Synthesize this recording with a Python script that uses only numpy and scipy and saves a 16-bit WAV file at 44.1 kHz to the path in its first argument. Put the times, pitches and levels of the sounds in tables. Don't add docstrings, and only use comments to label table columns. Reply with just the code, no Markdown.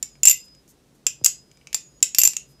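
import sys
import numpy as np
from scipy import signal
from scipy.fft import rfft, irfft
from scipy.io import wavfile

SR = 44100
rng = np.random.default_rng(int(sys.argv[2]) if len(sys.argv) > 2 else 0)


def bounce(signal):
    frames = np.transpose(np.atleast_2d(signal))
    limited = np.clip(frames, -1, 1)
    pcm = np.round(limited * 32767).astype(np.int16)
    wavfile.write(sys.argv[1], SR, pcm)


N = 114660


# start_s, crack_db, crack_t60_s, brightness_db_per_octave,
# low_ring_db, main_ring_db, upper_ring_db, main_ring_hz, ring_t60_s, struck_spot_hz
CLACKS = [ (0.0273, -15.5, 0.017, -1, -41, -11.5, -42, 7204, 0.015, 5588),
          (0.2325, -7, 0.017, 3, -22, -8, -28, 7130, 0.064, 8020),
          (0.2535, -7, 0.04, 4, -14.5, -2, -18, 7260, 0.026, 5450),
          (0.272, -6, .02, -1, -13, 3.5, -18, 7375, 0.049, 4200),
          (0.2837, -1.5, 0.017, 4, -13.5, -10, -20, 7230, 0.03, 6260),
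          (0.2966, -5.5, 0.0093, 0, -21, -5, -8.5, 7220, .025, 4960),
          (0.303, -19.5, .03, -1, -27.5, -9.5, -20, 7166, 0.094, 5410),
          (0.311, -9.5, 0.023, 2.5, -16.5, -13.5, -15, 7200, 0.034, 3595),
          (1.0664, -6.5, 0.019, -1.5, -21.5, -10, -45, 7340, 0.044, 6560),
          (1.2451, -6, 0.026, 6.5, -26, -13, -24.5, 7445, 0.041, 4970),
          (1.2557, -10.5, 0.012, 5, -25.5, -14, -30.5, 7300, 0.016, 7830),
          (1.2606, -2, 0.015, 2, -28.5, -5.5, -28, 6786, 0.023, 7730),
          (1.2630, -6.5, 0.0097, -2, -30.5, -2, -24, 7630, 0.009, 4800),
          (1.7448, -6.5, 0.013, -2.5, -36.5, -13, -31.5, 7250, 0.068, 3450),
          (2.027, -2, 0.017, -2, -28, -6, -38, 7274, 0.063, 7920),
          (2.1474, -12, 0.014, -3, -26.5, -16.5, -30.5, 7280, .042, 5540),
          (2.1846, 2, 0.017, 2.5, -22, -10, -5.5, 7353, 0.06, 4560),
          (2.194, -22.5, 0.027, 4.5, -24.5, -19, -16.5, 7500, 0.19, 5510),
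          (2.2160, -13, 0.019, -2.5, -20.5, -7, -17, 7300, 0.045, 5470),
          (2.2345, -5, 0.028, 5.5, -26, -8.5, -9, 7300, 0.04, 6230),
          (2.2515, -9.5, 0.029, -1, -30.5, -5, -14.5, 7200, 0.076, 5860),
          (2.2745, 0, 0.0079, 2.5, -16, 2, -15.5, 7287, 0.014, 6840),
          (2.3669, -16.5, 0.018, 1, -24, -12.5, -45, 6740, .013, 7300), ]
# start_s, level_db, brightness_db_per_octave
PIVOT_TICKS = [(0.154, -51.5, -13), (.482, -49.5, -6.5), (.549, -49.5, -4), (.678, -49, 1),
               (1.2394, -31.5, -4.5), (1.514, -46, -5.5), (1.5721, -49, -11), (1.613, -52.5, -20),
               (1.6711, -32.5, -9.5), (1.7291, -24, -4), (2.004, -49.5, -6), (2.3339, -26.5, -3),
               (2.5965, -48, -23.5)]
# pitch_hz, level_db
CRACK_COLOUR = [(60, -26.5), (400, -26.5), (1300, -23), (1900, -17.5), (2600, -9), (3300, -11.5),
                (4200, -12), (5000, -4), (6300, -.5), (7200, 4), (8300, -7), (10000, -13.5), (12200, -8),
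                (13500, -24), (15500, -21.5)]
# pitch_hz, level_db, t60_share (times the clack's ring_t60_s)
LOW_MODES = [(2052, -22, 2.2), (2363, -14.5, .9), (2610, -5.5, .7), (2720, -8, 1.5), (2780, -6, 1.2)]
MAIN_MODES = [(5160, -23.5, 0.51), (7600, -11, 0.93), (7314, 2.5, 0.97), (7410, -7.5, 0.97)]
UPPER_MODES = [(12262, 1, 1.0), (12388, -4, 1.0)]
TOP_MODES = [(14905, 0, 1)]
# pitch_hz, level_db, t60_share (times PIVOT_T60_S)
PIVOT_MODES = [(2311, 0, 0.99)]
# start_s, length_s (until the hand stops it), pitch_hz, level_db,
# t60_s, broadside_s (moment it faces us), half_turns_per_s
AFTER_RINGS = [ (.028, .18, 5023, -54, 1.5, .135, 5), (.028, .2, 6761, -58, 1.8, .15, 7),
               (.028, .12, 2244, -48, .17, .03, 3), (.271, .37, 5023, -40.5, 1.15, .49, 3.5),
               (.3122, .13, 2044, -37, .23, .37, 3), (1.067, 0.34, 5000, -58.5, 2, 1.64, 5),
               (1.262, .41, 5020, -49, 1.3, 1.40, 4.5), (1.746, .28, 6761, -42.5, .85, 1.87, 8),
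               (1.746, .26, 5030, -58.5, 1.8, 1.915, 7), (2.027, .16, 6761, -38.5, .9, 2.135, 6),
               (2.275, .42, 5020, -58.5, 2.9, 2.545, 5), ]
# start_s, length_s, level_db
SLIDES = [(0.431, 0.047, -59.5), (0.669, 0.065, -55.5), (0.938, 0.037, -66.5), (2.461, 0.092, -62.5)]
# pitch_hz, level_db
SLIDE_COLOUR = [(100, -3), (2000, -36), (6500, 8.5), (9000, 2), (13000, 4), (16000, -17)]
# start_s, level_db, t60_s
KNOCKS = [(0.2732, -35.5, 0.038), (1.2615, -36.5, 0.025), (1.7458, -49.5, .03), (2.0258, -40.5, 0.015),
          (2.2350, -32.5, 0.018), (2.2750, -24, 0.012)]
# pitch_hz, level_db
KNOCK_COLOUR = [(60, -11), (250, -3), (500, -2.5), (1000, 1), (1500, -9.5), (3000, -26), (8000, -51.5)]
# pitch_hz, t60_s
ROOM_FADE = [(300, 0.076), (1300, 0.19), (3000, 0.25), (7000, 0.21), (10000, .2), (15000, 0.1)]
# pitch_hz, level_db
ROOM_COLOUR = [(200, 1.5), (1200, -5), (2600, 0), (5000, -3.5), (7200, -4.5), (10000, -7.5), (12300, -1),
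               (13600, -12.5), (15000, -4.5)]
# pitch_hz, level_db (per Hz)
FLOOR_COLOUR = [(20, -22.5), (36, -10.5), (52, 1), (90, -16), (135, -5.5), (250, -9.5), (400, -12.5),
                (850, -23.5), (2300, -29.5), (6000, -29), (10000, -34), (15500, -41.5)]

RISE_S = 0.00058
CONTACT_DB, CONTACT_WIDTH_HZ = 7, 280
MAIN_HZ = 7300
GRIP_DETUNE = .001
REBOUND_S, DAMPED_SHARE = 0.011, 0.13
TOP_DB, TOP_DB_PER_BRIGHTNESS = -22.5, 0.5
TICK_T60_S, PIVOT_T60_S = .018, .05
PIVOT_DB, PIVOT_DB_PER_BRIGHTNESS = -21.5, -1
EDGE_ON_SHARE, STOP_S = .35, .04
WAVER_HZ, WAVER_DEPTH = 38, .36
THUMP_S, THUMP_LENGTH_S, THUMP_DB = 1.2141, .028, -40.5
THUMP_START_HZ, THUMP_END_HZ, THUMP_FALL_S = 735, 100, .0027
ROOM_DB, ROOM_DELAY_S = -7.5, .004
FLOOR_DB = -58.5
HUM_HZ, HUM_WIDTH_HZ, HUM_DB = 137, 8, -66
OVERLOAD = 1.0
LOW_CUT_HZ, HIGH_CUT_HZ = 38, 15620


def amp(db):
    return 10 ** (np.asarray(db) / 20)


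def unit(x):
    return x / np.sqrt(np.mean(x ** 2) + 1e-20)


def read(points, hz):
    f, value = np.transpose(points)
    return np.interp(np.log(hz + 1), np.log(f + 1), value)


def fade(t, t60):
    return np.exp(-np.log(1000) * t / t60)


def add(mix, s, sound):
    part = mix[round(s * SR):][:len(sound)]
    part += sound[:len(part)]


def noise(colour, size, tilt_db=0, contact_hz=None):
    hz = np.fft.rfftfreq(size, 1 / SR)
    octaves = np.log2(np.clip(hz, 2500, 12000) / 7000)
    db = read(colour, hz) + tilt_db * octaves
    if contact_hz:
        db = db + CONTACT_DB * np.exp(-((hz - contact_hz) / CONTACT_WIDTH_HZ) ** 2)
    random_phase = np.exp(2j * np.pi * rng.random(len(hz)))
    return unit(irfft(random_phase * amp(db), size))


def knife():
    out = np.zeros(N)
    for (s, crack_db, crack_t60, tilt_db, low_db, main_db, upper_db,
         main_hz, ring_t60, contact_hz) in CLACKS:
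        add(out, s, crack(crack_db, crack_t60, tilt_db, contact_hz))
        top_db = crack_db + TOP_DB + TOP_DB_PER_BRIGHTNESS * tilt_db
        add(out, s, ring(LOW_MODES, low_db, ring_t60))
        add(out, s, ring(MAIN_MODES, main_db, ring_t60, main_hz / MAIN_HZ))
        add(out, s, ring(UPPER_MODES, upper_db, ring_t60))
        add(out, s, ring(TOP_MODES, top_db, ring_t60))
    for s, db, tilt_db in PIVOT_TICKS:
        add(out, s, crack(db, TICK_T60_S, tilt_db))
        pivot_db = db + PIVOT_DB + PIVOT_DB_PER_BRIGHTNESS * tilt_db
        add(out, s, ring(PIVOT_MODES, pivot_db, PIVOT_T60_S))
    return out


def crack(db, t60, tilt_db, contact_hz=None):
    t = np.arange(1024) / SR
    rise = np.minimum(t / RISE_S, 1)
    return amp(db) * noise(CRACK_COLOUR, len(t), tilt_db, contact_hz) * rise * fade(t, t60)


def ring(modes, db, t60, pitch=1):
    t = np.arange(SR // 5) / SR
    tones = np.zeros(len(t))
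    for hz, level, share in modes:
        detune = 1 + GRIP_DETUNE * rng.standard_normal()
        tone = np.sin(2 * np.pi * hz * pitch * detune * t)
        tones += amp(level) * fade(t, t60 * share) * tone
    grip = DAMPED_SHARE + (1 - DAMPED_SHARE) / (1 + (t / REBOUND_S) ** 10)
    rise = 1 - np.exp(-t / RISE_S)
    return amp(db) * tones * grip * rise


def after_ring():
    out = np.zeros(N)
    for s, length, hz, db, t60, broadside_s, half_turns in AFTER_RINGS:
        add(out, s, sing(length, hz, db, t60, broadside_s - s, half_turns))
    return out


def sing(length, hz, db, t60, broadside_s, half_turns):
    t = np.arange(0, length, 1 / SR)
    turn = abs(np.cos(np.pi * half_turns * (t - broadside_s)))
    facing = EDGE_ON_SHARE + (1 - EDGE_ON_SHARE) * turn
    real, imag = rng.standard_normal((2, 64))
    waver = 1 + WAVER_DEPTH * np.interp(t * WAVER_HZ, np.arange(len(real)), real + 1j * imag)
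    tone = (waver * np.exp(2j * np.pi * hz * t)).imag
    stop = np.minimum((length - t) / STOP_S, 1)
    return amp(db) * fade(t, t60) * facing * stop * tone


def hand():
    out = np.zeros(N)
    for s, length, db in SLIDES:
        size = round(length * SR)
        add(out, s, amp(db) * np.hanning(size) * noise(SLIDE_COLOUR, size))
    t = np.arange(SR // 8) / SR
    rise = np.minimum(t / RISE_S, 1)
    for s, db, t60 in KNOCKS:
        add(out, s, amp(db) * noise(KNOCK_COLOUR, len(t)) * rise * fade(t, t60))
    thump_hz = THUMP_END_HZ + (THUMP_START_HZ - THUMP_END_HZ) * np.exp(-t / THUMP_FALL_S)
    release = np.cos(np.pi / 2 * np.minimum(t / THUMP_LENGTH_S, 1))
    thump = np.sin(2 * np.pi * np.cumsum(thump_hz) / SR)
    add(out, THUMP_S, amp(THUMP_DB) * release * thump)
    return out


def room(x):
    hz, t, bands = signal.stft(rng.standard_normal(SR // 2), SR, nperseg=256)
    bands = bands * fade(t, read(ROOM_FADE, hz)[:, None])
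    plain_tail = signal.istft(bands, SR, nperseg=256)[1]
    colour = amp(read(ROOM_COLOUR, hz))[:, None]
    tail = signal.istft(bands * colour, SR, nperseg=256)[1]
    tail = tail / np.linalg.norm(plain_tail)
    out = np.zeros(N)
    add(out, ROOM_DELAY_S, signal.fftconvolve(x, tail))
    return amp(ROOM_DB) * out


def background():
    hz = np.fft.rfftfreq(N, 1 / SR)
    narrow = 1 / (1 + ((hz - HUM_HZ) / HUM_WIDTH_HZ) ** 2)
    hum = irfft(rfft(rng.standard_normal(N)) * narrow, N)
    return amp(FLOOR_DB) * noise(FLOOR_COLOUR, N) + amp(HUM_DB) * unit(hum)


def scene():
    near = knife() + hand()
    return (near + room(near) + after_ring() + background())[None]


def record(dry):
    fine = signal.resample_poly(dry, 4, 1, axis=1)
    clipped = signal.resample_poly(np.clip(fine, -OVERLOAD, OVERLOAD), 1, 4, axis=1)
    low_cut = signal.butter(2, LOW_CUT_HZ, "high", fs=SR, output="sos")
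    high_cut = signal.firwin(511, HIGH_CUT_HZ, window=("kaiser", 7), fs=SR)
    return signal.oaconvolve(signal.sosfilt(low_cut, clipped), high_cut[None], "same")


dry = scene()
out = record(dry)
bounce(out)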